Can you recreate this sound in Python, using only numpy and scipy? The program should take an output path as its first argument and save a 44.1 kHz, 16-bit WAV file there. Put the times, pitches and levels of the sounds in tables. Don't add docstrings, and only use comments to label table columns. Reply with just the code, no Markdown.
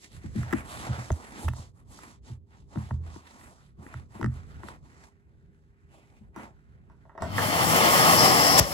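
import sys
import numpy as np
from scipy import signal
from scipy.fft import rfft, irfft, next_fast_len
from scipy.io import wavfile
from scipy.ndimage import uniform_filter1d

SR = 44100
rng = np.random.default_rng(int(sys.argv[2]) if len(sys.argv) > 2 else 0)


def to_wav(s):
    ch = np.atleast_2d(s).T
    pcm = np.round(np.clip(ch, -1, 1) * 32767)
    wavfile.write(sys.argv[1], SR, pcm.astype(np.int16))


N = 384980
T = np.arange(N) / SR
SIZE = next_fast_len(N, True)
HZ = np.maximum(np.arange(SIZE // 2 + 1) * SR / SIZE, 1)


def undb(db):
    return 10 ** (np.asarray(db) / 20)


def across(table):
    hz, value = np.transpose(table)
    return np.interp(np.log(HZ), np.log(hz), value)


def curve(table):
    time_s, value = np.transpose(table)
    return np.interp(T, time_s, value)


def walk(rate):
    k = int(SR / rate)
    held = np.repeat(rng.standard_normal(N // k + 1), k)
    return 1.3 * uniform_filter1d(uniform_filter1d(held, k), k)[:N]


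def noise(gain, flicker_db=0, rate=20):
    spectra = rng.standard_normal((2, len(HZ), 2)) @ [1, 1j]
    x = irfft(gain * spectra, SIZE)[:, :N]
    return x / x.std() * undb(flicker_db * walk(rate))


def colour(spectrum):
    low, high = spectrum[0][0], spectrum[-1][0]
    skirts = np.minimum(1, HZ / low) ** 3 * np.minimum(1, high / HZ) ** 3
    return undb(across(spectrum)) * skirts


def echoes(x, t60_s):
    t = T[:SR // 2]
    tail = rng.standard_normal(len(t)) * 1000. ** (-t / t60_s)
    return signal.fftconvolve(x, tail / np.linalg.norm(tail))[:N]


def blows(times, peaks_db, share_db, rings, modes, lag_cycles, spread_db, detune, size):
    out, t = np.zeros(N + size), T[:size, None]
    hz, mode_db, t60_s = np.transpose(modes)
    chance = rng.standard_normal((len(times), 2, len(modes)))
    for s, peak_db, db, ring, (pitch_chance, level_chance) in zip(times, peaks_db, share_db, rings, chance):
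        f = hz * (1 + detune * pitch_chance)
        swell = 1 - np.exp(-(t * f / lag_cycles) ** 2)
        decay = 1000. ** (-t / (t60_s * max(ring, .1)))
        partials = swell * decay * np.sin(2 * np.pi * f * t)
        sound = partials @ undb(mode_db + db + spread_db * level_chance)
        start = int(s * SR)
        out[start:start + size] += undb(peak_db) * sound / np.abs(sound).max()
    return out[:N]


# pitch_hz, level_db (per Hz)
ROOM_SPECTRUM = [(200, -7), (400, -12.5), (560, -26.5), (3500, -45), (16000, -55)]
# pitch_hz, level_db
ROOM_TONES = [(232, -75.5), (398, -75)]
ROOM_DB = -71


def quiet_room():
    room = undb(ROOM_DB) * noise(colour(ROOM_SPECTRUM), flicker_db=1.5, rate=9)
    for hz, db in ROOM_TONES:
        room += undb(db + 2 * walk(9.7)) * np.sin(2 * np.pi * hz * T)
    return room


# time_s, level_db
SHUFFLE_LEVEL = [(0, -67), (.15, -47.5), (.7, -45), (1.6, -54.5), (1.8, -53), (2.6, -56), (3.0, -46),
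                 (3.3, -58), (3.7, -57.5), (4.4, -47), (5.2, -60), (7.3, -54.5)]
# pitch_hz, level_db (per Hz)
RUMBLE_SPECTRUM = [(25, -19), (54, 7), (150, 0.5), (240, -12.5), (450, -21)]


def board_rumble():
    return undb(curve(SHUFFLE_LEVEL)) * noise(colour(RUMBLE_SPECTRUM), flicker_db=3, rate=16)


SNAGS_PER_S, SNAG_DB = 90, 3


def snags():
    caught = rng.random(N) < SNAGS_PER_S / SR
    kicks = caught * undb(SNAG_DB * rng.exponential(size=N))
    return 1 + signal.lfilter([.35], [1, -np.exp(-1 / (.003 * SR))], kicks)


def bands(table, centres_hz):
    gain, total = colour(table), 0
    for hz in centres_hz:
        bell = np.exp(-np.log2(HZ / hz) ** 2 * 1.5)
        band = noise(gain * bell, flicker_db=3.5, rate=18)
        total = total + band * np.interp(hz, HZ, gain) * hz ** .5
    return total


# start_s, length_s, hiss_level_db, scrape_above_hiss_db, scrape_pitch_hz
RUB_STROKES = [(0.0, 0.1, -54.5, -2.5, 2030), (0.132, 0.029, -43.5, 1.5, 1870),
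               (0.212, 0.082, -58, 4.5, 1900), (0.324, 0.18, -58, 7.5, 1640),
               (0.483, 0.17, -56.5, 12.5, 1560), (0.66, 0.22, -48, 3, 1100), (0.828, 0.24, -51, 6.5, 1420),
               (1.018, 0.38, -56, 5.5, 910), (1.342, 0.16, -48, 1.5, 830), (1.529, 0.15, -55, 0.5, 925),
               (1.759, 0.058, -64, 7.5, 1080), (1.879, 0.28, -58, 5, 1010), (2.249, 0.089, -56, 5, 890),
               (2.489, 0.15, -70, 7, 870), (2.692, 0.27, -62, 8, 1000), (3.025, 0.22, -63.5, 7, 1020),
               (3.233, 0.32, -62, 7.5, 975), (3.549, 0.18, -73.5, 8.5, 1320), (3.79, 0.25, -63.5, 10, 1054),
               (4.111, 0.17, -61, 9.5, 940), (4.314, 0.13, -62, 9, 1170), (4.452, 0.2, -68.5, 11.5, 1420),
               (4.634, 0.13, -58, 10, 960), (4.818, 0.29, -69.5, 9.5, 980), (5.104, 1.23, -87.5, 11, 1560),
               (5.909, 0.082, -66.5, 9.5, 2610), (5.987, 0.24, -82.5, 14.5, 2250),
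               (6.355, 0.15, -67, 18.5, 910), (6.522, 1, -87, 15.5, 1470)]
STROKE_RISE_S, STROKE_FALL_S = 0.085, .12
TONE_DB, TONE_OCTAVES = -3.5, 0.15


def strokes(hiss, scrape, grit):
    out = np.zeros((2, N))
    for s, length, hiss_db, scrape_db, tone_hz in RUB_STROKES:
        first = max(int((s - STROKE_RISE_S) * SR), 0)
        span = slice(first, int((s + length + STROKE_FALL_S) * SR))
        since = T[span] - s
        rise = np.clip(since / STROKE_RISE_S + .5, 0, 1) ** 2
        fall = np.clip(.5 - (since - length) / STROKE_FALL_S, 0, 1) ** 2
        edges_hz = tone_hz * 2 ** (TONE_OCTAVES * np.array([-1, 1]))
        tone = signal.lfilter(*signal.butter(1, edges_hz, "bandpass", fs=SR), grit[:, span])
        rough = scrape[:, span] + undb(TONE_DB) * tone / tone.std()
        out[:, span] += rise * fall * undb(hiss_db) * (hiss[:, span] + undb(scrape_db) * rough)
    return out


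# pitch_hz, level_db (per Hz)
SCRAPE_SPECTRUM = [(200, 4), (400, -11.5), (900, -11), (1500, -15.5), (2500, -16.5)]
# pitch_hz, level_db (per Hz)
HISS_SPECTRUM = [(2200, -6), (3500, -1.5), (6000, -2.5), (9000, -1.5), (12000, -11.5), (16000, -24)]


def rubbing():
    catch = snags()
    scrape = bands(SCRAPE_SPECTRUM, 350 * 2.2 ** np.arange(3)) * catch
    hiss = bands(HISS_SPECTRUM, 3000 * 1.9 ** np.arange(3)) * catch
    grit = noise(1, flicker_db=3.5, rate=35) * catch
    return strokes(hiss / hiss.std(), scrape / scrape.std(), grit)


# start_s, peak_level_db, strongest_pitch_hz, ring_length (share of the free ring)
FLOOR_BLOWS = [(0.165, -41.5, 81, 0.35), (0.24, -29.5, 174, 0.7), (0.354, -20.5, 225, 0.46),
               (0.372, -20.5, 130, 1), (0.432, -31, 78.1, 0.83), (0.529, -13, 310, 0.7),
               (0.888, -19.5, 123, 0.5), (0.979, -28, 134, 0.67), (1.107, -17, 117, 0.18),
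               (1.439, -21.5, 74, 0.77), (1.481, -23.5, 114, 0.89), (1.585, -33.5, 102, 0.19),
               (2.298, -30, 113, 0.66), (2.756, -20.5, 167, 1), (2.905, -22, 99, 1),
               (3.161, -31.5, 325, 0.25), (3.776, -38, 147, 0.71), (3.862, -35.5, 255, 0.26),
               (3.944, -30, 106.6, 0.61), (4.15, -34.5, 207, 0.42), (4.196, -26, 275, 0.74),
               (4.224, -22, 181, 0.29), (4.242, -18.5, 176.6, 0.18), (4.257, -19, 125, 0.84),
               (4.634, -33, 243, 0.48), (6.207, -41.5, 200, 0.42), (6.362, -30.5, 280, 1),
               (7.209, -29, 89, 0.45)]
# pitch_hz, level_db, t60_s
BOARD_MODES = [(58.6, 2.5, 0.41), (81.5, 2.5, 0.58), (123.3, 1.5, 0.29), (154.4, -2.5, 0.17),
               (210.4, -2.5, 0.23), (272, -2, 0.12), (321.5, -0.5, 0.11)]


def thuds():
    s, peak_db, spot_hz, ring = np.transpose(FLOOR_BLOWS)
    octaves = np.log2(np.array(BOARD_MODES)[:, 0] / spot_hz[:, None])
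    share_db = np.where(octaves > 0, -7 * octaves, 17 * octaves)
    return blows(s, peak_db, share_db, ring, BOARD_MODES,
                 lag_cycles=1.2, spread_db=2.5, detune=.02, size=SR // 2)


# start_s, level_db (before crack and distance), strongest_pitch_hz, hardness_octaves
PLASTIC_KNOCKS = [(0.431, -34.5, 1330, 7), (0.509, -33, 1806, 2), (0.526, -22.5, 1670, 3),
                  (0.529, -19, 1770, -2), (0.534, -19, 1360, 0), (0.584, -38, 3000, 0),
                  (1.103, -20, 650, -1), (1.118, -32, 6400, 4), (1.126, -39, 6300, 1.0),
                  (1.481, -25, 1020, 0.5), (1.4857, -26, 2400, 1), (1.534, -35.5, 990, 4),
                  (1.988, -39.5, 1050, 11), (2.757, -31.5, 797, -2), (2.772, -37, 1000, -2.5),
                  (2.908, -28.5, 840, -1), (3.16, -42, 930, 0.5), (3.412, -47, 2540, 2),
                  (3.865, -41.5, 2200, -4), (3.94, -33, 1220, 0.5), (4.192, -42.5, 504, 6),
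                  (4.212, -27.5, 890, 0), (4.228, -24.5, 1490, -0.1), (4.243, -24, 1500, -0.1),
                  (4.26, -29, 1400, 0.1), (4.633, -35.5, 1050, -0.5), (4.684, -32, 1270, 0.5),
                  (6.361, -27.5, 990, 0.5), (6.898, -42.5, 864, -0.5), (7.052, -41.5, 600, -2.5),
                  (7.094, -39, 1086, -2.5), (7.151, -33.5, 640, -2.5), (7.177, -25, 800, -1),
                  (7.221, -14, 750, 0), (7.381, -9.5, 1460, 0)]
CRACK_DB, CRACK_RISE_S, CRACK_T60_S = -10, .0007, .01


def cracks():
    out, t = np.zeros(N), T[:SR // 50]
    envelope = np.minimum(t / CRACK_RISE_S, 1) * 1000. ** (-t / CRACK_T60_S)
    for s, db, _, hardness in PLASTIC_KNOCKS:
        start = int(s * SR)
        edge_hz = np.clip(7000 * 2. ** hardness, 300, 15000)
        burst = rng.standard_normal(len(t)) * envelope
        out[start:start + len(t)] += undb(db) * signal.lfilter(*signal.butter(2, edge_hz, fs=SR), burst)
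    return undb(CRACK_DB) * out


# pitch_hz, level_db, t60_s
BRICK_MODES = [(446, 10, 0.02), (621, 9, 0.022), (941, 9, 0.012), (1334, 5, 0.014), (1897, 6.5, 0.012),
               (2550, 4, 0.0081), (4240, -10, 0.007), (6230, -4.5, 0.011)]
FAR_S = 6.3


def clicks():
    s, peak_db, tone_hz, _ = np.transpose(PLASTIC_KNOCKS)
    share_db = -12 * np.abs(np.log2(np.array(BRICK_MODES)[:, 0] / tone_hz[:, None]))
    rings = blows(s, peak_db, share_db, np.ones(len(s)), BRICK_MODES,
                  lag_cycles=1.1, spread_db=1.5, detune=.04, size=SR // 10)
    knocks = rings + cracks()
    far = T > FAR_S
    return undb(-5 * far) * knocks + echoes(undb(np.where(far, -4, -17)) * knocks, 0.29)


SWITCH_S, SEAL_S = 7.2, 8.598
# time_s, level_db
FLOW_LEVEL = [(7.2, -51.5), (7.3, -44), (7.39, -29.5), (7.69, -22), (8.12, -19.5), (8.33, -21),
              (8.57, -21.5)]
# time_s, level_db
NEAR_LEVEL = [(7.4, -26), (8.14, -13), (8.2, -4.5), (8.33, -10), (8.5, -5)]
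FULL_DB = -21
BASS_DB, BASS_SLOPE = -11, -0.53
TREBLE_DB, TREBLE_SLOPE = -6.5, 0.43
SHUT_DB, LEAK_DB_PER_S = -44, 98.5
SHUT_BASS_DB, SHUT_TREBLE_DB, SHUT_EDGE_DB = -6.5, -4.5, -12


def suction():
    flow_db, shut = curve(FLOW_LEVEL), T >= SEAL_S
    over_full_db = flow_db - FULL_DB
    rush_db = np.where(shut, SHUT_DB + LEAK_DB_PER_S * (T - SEAL_S), flow_db)
    bass_db = np.where(shut, SHUT_BASS_DB, BASS_DB + BASS_SLOPE * over_full_db)
    treble_db = np.where(shut, SHUT_TREBLE_DB, TREBLE_DB + TREBLE_SLOPE * over_full_db)
    edge_db = np.where(shut, SHUT_EDGE_DB, curve(NEAR_LEVEL))
    return rush_db, bass_db, treble_db, edge_db


# pitch_hz, width_hz, level_db
EDGE_BANDS = [(5210, 1240, -19.5), (7460, 120, -20.5)]


def edge_gain():
    return sum(undb(db) / (1 + (2 * (HZ - hz) / width) ** 4) for hz, width, db in EDGE_BANDS)


# pitch_hz, level_db (per Hz)
RUSH_SPECTRUM = [(200, -6.5), (450, -0.5), (800, 3.5), (1000, 2.5), (1220, 6), (1480, -4), (1800, -3),
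                 (2050, -0.5), (2520, -8), (3000, -5), (3900, -17.5), (4300, -9.5)]
# pitch_hz, level_db (per Hz)
MOTOR_SPECTRUM = [(60, -5.5), (160, 2.5), (250, 0)]
# pitch_hz, level_db (per Hz)
NOZZLE_SPECTRUM = [(4000, -8.5), (5000, -3.5), (8000, 0), (11000, 2.5), (16000, -3.5)]
HOSE_HZ, HOSE_ECHO = 77.7, .33
SAG, SAG_S, SAG_SPAN_S = 0.029, 8.1, 0.14


def rush():
    rush_db, bass_db, treble_db, edge_db = suction()
    echo = HOSE_ECHO * np.exp(-HZ / 6000 - 2j * np.pi * HZ / HOSE_HZ)
    hose = 1 / (1 - echo)
    free_gain = colour(RUSH_SPECTRUM)
    near_gain = np.interp(HZ * (1 + SAG), HZ, free_gain)
    free = noise(free_gain * hose, flicker_db=1.3, rate=40)
    near = noise(near_gain * hose, flicker_db=1.3, rate=40)
    covered = np.clip((T - SAG_S) / SAG_SPAN_S + .5, 0, 1)
    air = np.sqrt(1 - covered) * free + np.sqrt(covered) * near
    air += undb(bass_db) * noise(colour(MOTOR_SPECTRUM), flicker_db=1.2, rate=12)
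    air += undb(treble_db) * noise(colour(NOZZLE_SPECTRUM), flicker_db=1, rate=45)
    air += undb(edge_db) * noise(edge_gain(), flicker_db=1.2, rate=30)
    spin_up = np.clip((T - SWITCH_S) / 0.0091, 0, 1)
    return spin_up * undb(rush_db) * air


GASP_DB, GASP_S = -13, .024


def gasp():
    swell = np.clip(1 - (SEAL_S - T) / GASP_S, 0, 1) ** .5
    stop = np.clip(1 - (T - SEAL_S) / .003, 0, 1)
    gain = colour(NOZZLE_SPECTRUM) + undb(13.0) * edge_gain() + undb(1.0) * colour(RUSH_SPECTRUM)
    return undb(GASP_DB) * swell * stop * noise(gain)


HUM_HZ, HUM_DB, HUM_RISE_S = 100, -38, 0.13
HUM_HOLD_S, HUM_FADE_DB_PER_S = .2, 32


def motor_hum():
    since = T - SWITCH_S
    fade_db = -HUM_FADE_DB_PER_S * np.maximum(since - HUM_RISE_S - HUM_HOLD_S, 0)
    rise = np.clip(since / HUM_RISE_S, 0, 1) ** 2
    tone = np.sqrt(2) * np.sin(2 * np.pi * HUM_HZ * T)
    return rise * undb(HUM_DB + fade_db + 2 * walk(20)) * tone


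AFTER_SEAL = np.maximum(T - SEAL_S - .004, 0)
THUMP_DB, THUMP_HZ, THUMP_S = -18.5, 61, 0.0095


def hose_thump():
    turns = THUMP_HZ * AFTER_SEAL + 1.1 * (1 - np.exp(-AFTER_SEAL / 0.006))
    envelope = AFTER_SEAL / THUMP_S * np.exp(1 - AFTER_SEAL / THUMP_S)
    return undb(THUMP_DB) * envelope * np.sin(2 * np.pi * turns)


WHINE_DB, WHINE_RISE_S, WHINE_HZ, WHINE_WIDTH_HZ = -39.5, .07, 557, 40


def fan_whine():
    rise = np.clip(AFTER_SEAL / WHINE_RISE_S, 0, 1) ** 2
    return undb(WHINE_DB) * rise * noise(1 / (1 + (2 * (HZ - WHINE_HZ) / WHINE_WIDTH_HZ) ** 2))


def vacuum():
    direct = rush() + gasp() + motor_hum() + hose_thump() + fan_whine()
    dulling = signal.butter(1, 4000, fs=SR)
    return np.array([x + undb(-5) * echoes(signal.lfilter(*dulling, x), .3) for x in direct])


# pitch_hz, common_share
COMMON_SHARE = [(60, .7), (500, .7), (1200, .92), (2600, .5), (7000, .45), (8800, .9), (10400, .92)]


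def ports(pair, balance, lead, lag_s):
    direct, scattered = rfft(pair, SIZE)
    alike, tilt = across(COMMON_SHARE), undb(across(balance) / 2)
    delay = np.exp(-1j * (across(lead) + 2 * np.pi * HZ * lag_s))
    right = alike * delay * direct + np.sqrt(1 - alike ** 2) * scattered
    return irfft([direct * tilt, right / tilt], SIZE)[:, :N]


# pitch_hz, left_lead_rad
PHASE_LEAD = [(150, -1), (500, -.35), (1000, .3), (1250, -.2), (1700, -.1), (2000, -1.6), (2400, -.4),
              (5500, .2), (8000, 0)]
# pitch_hz, left_lead_rad
BLOW_LEAD = [(200, -.7), (600, 0)]
# pitch_hz, left_minus_right_db
LEFT_BALANCE = [(60, -3), (250, 9), (600, 7), (1900, -6), (2600, -1), (3100, 14), (4700, 8), (5500, 15),
                (6500, 7), (8500, 5), (9200, 0)]
# pitch_hz, left_minus_right_db
NEAR_BALANCE = [(60, -1), (150, -3), (1000, -1), (8000, -4), (11000, 0)]
PORT_LAG_S = .000272
BOUNCE_S, SMEAR_S = .0013, .008


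def scene():
    near = quiet_room() + board_rumble() + rubbing()
    low, high = thuds(), clicks()
    scattered = np.interp(T - BOUNCE_S, T, low) + echoes(high, SMEAR_S)
    struck = ports([low + high, scattered], NEAR_BALANCE, BLOW_LEAD, 0)
    handled = ports(near, NEAR_BALANCE, PHASE_LEAD, PORT_LAG_S)
    return struck + handled + ports(vacuum(), LEFT_BALANCE, PHASE_LEAD, PORT_LAG_S)


def record(dry):
    return signal.sosfilt(signal.ellip(10, .2, 80, 15850, fs=SR, output="sos"), dry)


dry = scene()
out = record(dry)
to_wav(out)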